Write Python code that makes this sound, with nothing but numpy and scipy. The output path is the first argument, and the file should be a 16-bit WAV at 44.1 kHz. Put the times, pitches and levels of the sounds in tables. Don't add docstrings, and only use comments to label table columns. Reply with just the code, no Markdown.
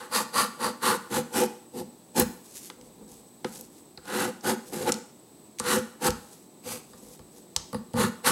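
import sys
import numpy as np
from scipy import signal
from scipy.fft import rfft, irfft
from scipy.io import wavfile
from scipy.ndimage import uniform_filter1d

SR = 44100
rng = np.random.default_rng(int(sys.argv[2]) if len(sys.argv) > 2 else 0)


def master(y):
    cut = np.clip(np.atleast_2d(y).T, -1, 1)
    pcm = np.round(cut * 32767)
    wavfile.write(sys.argv[1], SR, pcm.astype(np.int16))


N = 366471
TIME = np.arange(N) / SR
TOP_HZ = 15850

# start in seconds, swell in seconds, fade in seconds,
# rind rasp, melon body and peeler ring in dB (each before its layer trim),
# place from 0 at the held end to 1 at the cut end, firmness in dB per octave (more tilts the ring upwards),
# and the delay of the melon's crest in seconds (before the force lead).
STROKES = [ (0.0, 0.0035, 0.12, -51, -42.5, -38, 0.6, 5, 0.015),
           (0.123, 0.046, 0.065, -26.5, -26, -19.5, 0, 4, 0.036),
           (0.342, 0.041, 0.09, -27.5, -25, -16.5, 0.04, 2.5, -0.017),
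           (0.601, 0.055, .060, -33, -24.5, -23.5, 0.16, 2.5, 0.015),
           (0.827, 0.055, 0.087, -27.5, -22, -17.5, 0.44, 2, 0.0074),
           (1.111, 0.053, 0.049, -30, -22, -27, 0.73, -0.5, 0.014),
           (1.335, .061, 0.066, -26.5, -20, -27.5, 0.85, 1.5, 0.033),
           (1.741, 0.049, 0.042, -42, -29, -56, 0.93, -1.5, 0.012),
           (2.158, 0.042, 0.035, -24, -16.5, -31.5, 0.6, 1, -0.0095),
           (4.077, 0.14, 0.084, -33, -24.5, -25.5, 0.96, 1, 0.017),
           (4.444, 0.046, 0.055, -28.5, -20.5, -25, 1, 1, 0.014),
           (4.723, 0.023, 0.24, -38.5, -29, -40.5, 1, -1, -0.01),
           (4.866, 0.027, 0.011, -32, -20, -23.5, 0.96, 4.5, 0.0013),
           (5.64, 0.091, 0.072, -28, -23, -21.5, 0.64, 0, 0.053),
           (6.021, 0.056, 0.02, -26.5, -18.5, -23, 0.68, 2, -0.0015),
           (6.646, 0.07, 0.087, -34.5, -37, -54, .53, -2, -0.048),
           (7.963, 0.049, 0.077, -31.5, -19, -22, 0.43, -2, -0.023),
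           (8.248, 0.028, 0.075, -22.5, -20, -16, 0.34, 0, .025), ]
# frequency in Hz, relative level in dB per Hz.
RASP_SPECTRUM = [(150, -64), (400, 5), (900, 2.5), (2200, 2), (3200, 0.5), (4300, 2), (5700, 1.5),
                 (7600, 4), (9800, 3), (11500, 2.5), (13300, -1), (14500, -14)]
# depth at the start in dB for a typical swell,
# depth at the end in dB, power of the curve.
RASP_ARCH = (12.4, 15.7, 1.52)
MELON_ARCH = (9.6, 13.3, 2.5)
PEELER_ARCH = (10.4, 24.8, 2.32)
RASP_TRIM_DB, MELON_TRIM_DB, PEELER_TRIM_DB = -0.3, -4, -6
FORCE_LEAD_S = 0.0051
PEELER_LEAD = 0.4


def peeling():
    slips = undb(1.3 * walk(420) + 1.0 * walk(70))
    low_cells, high_cells = (unit(snaps(7000, 2.0) * slips * undb(0.77 * walk(150))) for _ in range(2))
    low_rasp = signal.sosfilt(signal.butter(2, 4500, "low", fs=SR, output="sos"), low_cells)
    high_fizz = signal.sosfilt(signal.butter(2, 4500, "high", fs=SR, output="sos"), high_cells)
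    cells = low_rasp + high_fizz
    drag = unit(snaps(4500, 0.63) * slips ** 0.6)
    crack = colour(RASP_SPECTRUM)
    echo_lags = rng.integers(10, 150, (len(STROKES), 3))
    out = np.zeros(N)
    for row, lags in zip(STROKES, echo_lags):
        start, swell, fade, rasp_db, body_db, ring_db, place, firmness_db, delay = row
        span = slice(max(int((start - 0.06) * SR), 0), int((start + 0.5) * SR))
        rasp = cells * arch(start, swell, fade, RASP_ARCH)
        blade = drag * arch(start, swell, fade, PEELER_ARCH, -PEELER_LEAD * delay)
        force = drag * arch(start - FORCE_LEAD_S, swell, fade, MELON_ARCH, delay)

        rasp_sound = through(rasp[span], nearby(crack, lags, echo_db=-13))
        peeler_sound = through(blade[span], peeler_ring(place, firmness_db))
        melon_sound = through(force[span], melon_ring(place, firmness_db))
        out[span] += undb(RASP_TRIM_DB + rasp_db) * rasp_sound
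        out[span] += undb(PEELER_TRIM_DB + ring_db) * peeler_sound
        out[span] += undb(MELON_TRIM_DB + body_db) * melon_sound
    return out


# frequency in Hz, width in Hz,
# relative height in dB at the held end, change in dB towards the cut end.
MELON_MODES = [(88, 43, -13, -1.5), (171, 43, -12.5, 4.5), (225, 12.4, 3.5, 1), (267.8, 36.4, -11, 7.5),
               (369, 29.3, -14.5, 17.5), (429, 74, -19, 15.5), (493.5, 26, 1, 5.5),
               (518.6, 50, -17.5, 16.5), (826.5, 114, -11, 8), (896.4, 106, -5.5, -3.5)]


def melon_ring(place, firmness_db):
    return struck(MELON_MODES, place, firmness_db, low_hz=69.4, high_hz=1170)


# frequency in Hz, width in Hz,
# relative height in dB at the held end, change in dB towards the cut end.
PEELER_MODES = [(1047, 76, 1, -1.5), (1175, 56, 7.5, -9), (1277, 30, -2, 3), (1317, 55, 2, -2),
                (1445, 178, -3.5, 5.5), (1700, 160, -5.5, 3), (1886, 194, -5.5, -0.5),
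                (2880, 470, -15.5, 5), (3950, 790, -11.5, -0.5), (4740, 320, -5, -24),
                (5120, 110, -12, -23), (9880, 1300, -12, -5.5)]


def peeler_ring(place, firmness_db):
    return struck(PEELER_MODES, place, firmness_db, low_hz=700, high_hz=13100)


# time in seconds, peak level in dB, lower edge in Hz, upper edge in Hz.
CLICKS = [ (2.195, -12, 7000, 15800), (2.198, -5, 9500, 15800), (2.569, -40, 2500, 12000),
          (2.65, -39, 2500, 12000), (2.700, -26, 980, 5900), (2.812, -40, 1500, 8000),
          (3.446, -21, 690, 3840), (3.5575, -32.5, 2500, 9000), (3.61, -26, 6000, 14900),
          (3.9748, -30.5, 3850, 4600), (4.054, -38, 2500, 8000), (4.409, -37, 5000, 6600),
          (4.9203, -9.5, 3750, 8350), (4.925, -19, 3000, 8940), (4.941, -21.5, 3500, 8900),
          (5.586, -28, 2000, 8000), (5.593, -24.5, 3000, 9550), (5.598, -14, 5300, 9200),
          (6.1044, -20, 3000, 10300), (7.192, -44, 1500, 9000), (7.5628, -8.5, 3160, 8150),
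          (7.5644, -15.5, 5700, 8500), (7.729, -35, 1500, 12000), (7.9348, -35, 1500, 10200),
          (7.967, -32, 1200, 13000), ]


def clicks():
    out = np.zeros(N)
    noises = rng.standard_normal((len(CLICKS), SR // 20))
    for (when, db, low_hz, high_hz), chatter in zip(CLICKS, noises):
        band = signal.butter(2, [low_hz, high_hz], "band", fs=SR, output="sos")
        burst = contact(chatter, decay=0.0015, settle_db=-32)
        add(out, when, signal.sosfilt(band, burst), db)
    return out


# time in seconds, peak levels of melon body, peeler ring
# and table thud in dB, firmness in dB per octave.
KNOCKS = [ (2.19, -19, -42, -38, 8), (2.211, -38, -23, -30.5, 0), (2.701, -45.5, -38, -70, 9),
          (3.4446, -19.5, -29.5, -71, .5), (3.977, -42.5, -38.5, -49, 10), (4.278, -26, -40, -60, -3.5),
          (4.89, -23.5, -23, -45, -2), (5.599, -26, -22, -44, 1.5), (6.084, -22.5, -31, -25.5, 2.5),
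          (6.933, -48, -42.5, -53.5, 5), (7.193, -43.5, -46, -44, 3), (7.562, -29.5, -29.5, -35.5, 15),
          (7.73, -26.5, -31, -42, -2), (7.745, -18.5, -28.5, -38.5, -1.5), (7.94, -18.5, -34.5, -35, -4.5),
          (7.957, -19.5, -41, -48, -4), ]
# frequency in Hz, width in Hz, relative height in dB.
TABLE_MODES = [(55.4, 17, 9.5), (86.6, 14, 11), (156, 25, 6)]


def knocks():
    out = np.zeros(N)
    thud = signal.sosfilt(signal.butter(2, 200, fs=SR, output="sos"), ring(TABLE_MODES))
    push = signal.butter(1, 600, fs=SR, output="sos")
    starts = [row[0] for row in STROKES]
    stroke_firmness = [row[7] for row in STROKES]
    noises = rng.standard_normal((len(KNOCKS), SR // 20))
    for (when, body_db, peeler_db, thud_db, firmness_db), chatter in zip(KNOCKS, noises):
        place = np.interp(when, starts, stroke_firmness)
        touch = contact(chatter, decay=0.00074, settle_db=-22)
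        add(out, when, signal.sosfilt(push, melon_ring(place, firmness_db)), body_db)
        add(out, when, through(peeler_ring(place, firmness_db), touch), peeler_db)
        add(out, when, thud, thud_db)
    return out


# start in seconds, swell in seconds,
# fade in seconds, brushing in dB and dull rubbing in dB (each before its layer trim).
HANDLING = [ (2.451, 0.14, 0.034, -43, -63), (2.62, .05, 0.051, -41, -63), (2.78, 0.09, 0.09, -63, -44),
            (2.98, 0.043, .05, -68, -43), (3.08, 0.042, 0.17, -47.5, -46.5), (3.47, 0.12, 0.086, -42, -44),
            (3.719, 0.069, 0.045, -52.5, -60), (4.66, 0.066, .03, -47.5, -43), (6.20, 0.13, 0.14, -51, -61),
            (6.87, 0.22, 0.11, -46.5, -47), (7.32, .06, 0.064, -49.5, -50), ]
# frequency in Hz, relative level in dB per Hz.
BRUSH_SPECTRUM = [(500, -12), (1500, -6.5), (3000, -1.5), (7000, 6.5), (12000, 4.5), (15500, -9.5)]
RUB_SPECTRUM = [(24, -43), (45, -6.5), (118, -17.5), (231, 1), (341, -21), (489, -1), (636, -27),
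                (787, -12.5), (2000, -45), (4000, -78)]
# depth at the start in dB for a typical swell,
# depth at the end in dB, power of the curve.
HANDLING_ARCH = (8.1, 16, 0.97)


def handling():
    catches = snaps(2500, 2.8) * undb(3 * walk(40))
    grain = undb(-3.5) * unit(through(catches, colour(BRUSH_SPECTRUM)))
    rumble = undb(-4.5) * unit(through(snaps(300, 2.5), colour(RUB_SPECTRUM)))
    out = np.zeros(N)
    for start, swell, fade, brush_db, rub_db in HANDLING:
        touch = undb(brush_db) * grain + undb(rub_db) * rumble
        out += arch(start, swell, fade, HANDLING_ARCH) * touch
    return out


# lower band edge in Hz, relative level in dB, time to fall by 60 dB in seconds.
ROOM = [(58.5, -6, 0.25), (174, -3.5, 0.4), (313, -10.5, 0.38), (776, -9, 0.49), (2410, -10.5, 0.5),
        (7750, -16.5, 0.61)]


def room(x):
    t = np.arange(SR) / SR
    response = np.zeros(SR)
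    uppers = [row[0] for row in ROOM[1:]] + [TOP_HZ]
    for (low_hz, db, t60), high_hz in zip(ROOM, uppers):
        build_up = 1 - np.exp(-(t / 0.0025) ** 2)
        tail = rng.standard_normal(SR) * np.exp(-np.log(1000) * t / t60) * build_up
        tail = signal.sosfilt(signal.butter(3, [low_hz, high_hz], "band", fs=SR, output="sos"), tail)
        bandwidth_gain = np.sqrt(2 * (high_hz - low_hz) / SR)
        response += undb(db) * tail / np.linalg.norm(tail) * bandwidth_gain
    return through(x, response)


# frequency in Hz, relative level in dB per Hz.
AIR_SPECTRUM = [(25, -32), (107, -13.5), (184, -4.5), (350, -4.5), (520, -12.5), (1010, -18), (1430, -28),
                (3100, -30), (3850, -25), (5200, -29.5), (7400, -29), (15800, -30.5)]


def background():
    air = unit(through(rng.standard_normal(N), colour(AIR_SPECTRUM)))
    air = air * undb(-53.5 + 0.39 * walk(6.7))
    narrow = unit(through(rng.standard_normal(N), ring([(8020, 78, 0)])))
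    wide = unit(through(rng.standard_normal(N), ring([(7820, 300, 0)])))
    whine = narrow + undb(-7.5) * wide
    return air + undb(-62.5) * whine


def struck(modes, place, firmness_db, low_hz, high_hz):
    place = np.clip(place, 0, 1)
    tilted = []
    for hz, width, db, change_db in modes:
        tilt_db = firmness_db * np.log2(min(hz / 1000, 1))
        tilted.append((hz, width, db + place * change_db + tilt_db))
    band = signal.butter(2, [low_hz, high_hz], "band", fs=SR, output="sos")
    response = signal.sosfilt(band, ring(tilted))
    return response / np.linalg.norm(response)


def nearby(response, lags, echo_db):
    copies = np.zeros(len(response))
    for k, lag in enumerate(lags):
        copies[lag:] += (-1) ** k * response[:-lag]
    out = response + undb(echo_db) * copies
    return out / np.linalg.norm(out)


def contact(chatter, decay, settle_db):
    t = np.arange(len(chatter)) / SR
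    attack = 1 - np.exp(-t / 0.00043)
    return chatter * attack * (np.exp(-t / decay) + undb(settle_db) * np.exp(-t / 0.024))


TYPICAL_SWELL_S, GENTLENESS = 0.05, 0.23
BITE_SHARE = 0.16
RELEASE_S = 0.0066


def arch(start, swell, fade, shape, lag=0):
    first_db, last_db, power = shape
    first_db = first_db * (swell / TYPICAL_SWELL_S) ** GENTLENESS
    end = start + swell + fade
    crest = np.clip(start + swell + lag, start + 0.002, end - 0.002)
    near = slice(max(int((start - 0.06) * SR), 0), int((end + 0.08) * SR))
    t, gain = TIME[near], np.zeros(N)
    rise_db = -first_db * np.interp(t, [start, crest], [1, 0]) ** power
    fall_db = -last_db * np.interp(t, [crest, end], [0, 1]) ** power
    before = np.maximum(start - t, 0) / (BITE_SHARE * swell)
    after = np.maximum(t - end, 0) / RELEASE_S
    gain[near] = undb(rise_db + fall_db) * np.exp(-before - after)
    return gain


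def snaps(per_second, spread_db):
    happens = rng.random(N) < per_second / SR
    size = undb(spread_db * np.minimum(rng.exponential(size=N), 4))
    return unit(happens * size * rng.choice([-1, 1], N))


def walk(rate):
    k = max(int(SR / rate), 2)
    steps = np.repeat(rng.standard_normal(N // k + 1), k)
    return unit(uniform_filter1d(steps, k)[:N])


def colour(points, size=4096):
    hz, db = np.transpose(points)
    grid_hz = np.arange(size // 2 + 1) * SR / size + 1
    cepstrum = irfft(np.log(undb(np.interp(np.log(grid_hz), np.log(hz), db))))
    cepstrum[1:size // 2] *= 2
    cepstrum[size // 2 + 1:] = 0
    return irfft(np.exp(rfft(cepstrum)))


def ring(modes, size=10000):
    t = np.arange(size) / SR
    out = np.zeros(size)
    for k, (hz, width, db) in enumerate(modes):
        decay = np.exp(-np.pi * width * t)
        out += (-1) ** k * undb(db) * width * decay * np.cos(2 * np.pi * hz * t)
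    return out


def undb(db):
    return 10 ** (np.asarray(db) / 20)


def unit(x):
    return x / np.sqrt(np.mean(x ** 2))


def through(x, response):
    return signal.fftconvolve(x, response)[:len(x)]


def add(track, when, sound, db):
    start = int(when * SR)
    part = sound[:N - start]
    track[start:start + len(part)] += undb(db) * part / np.abs(sound).max()


def scene():
    work = peeling() + handling() + knocks()
    ticks = clicks()
    echoes = room(work + undb(-1.5) * ticks)
    return (work + ticks + echoes + background())[None]


def record(dry):
    dry = signal.sosfilt(signal.butter(2, 40, "high", fs=SR, output="sos"), dry)
    return signal.sosfilt(signal.ellip(10, 0.2, 80, TOP_HZ, fs=SR, output="sos"), dry)


dry = scene()
out = record(dry)
master(out)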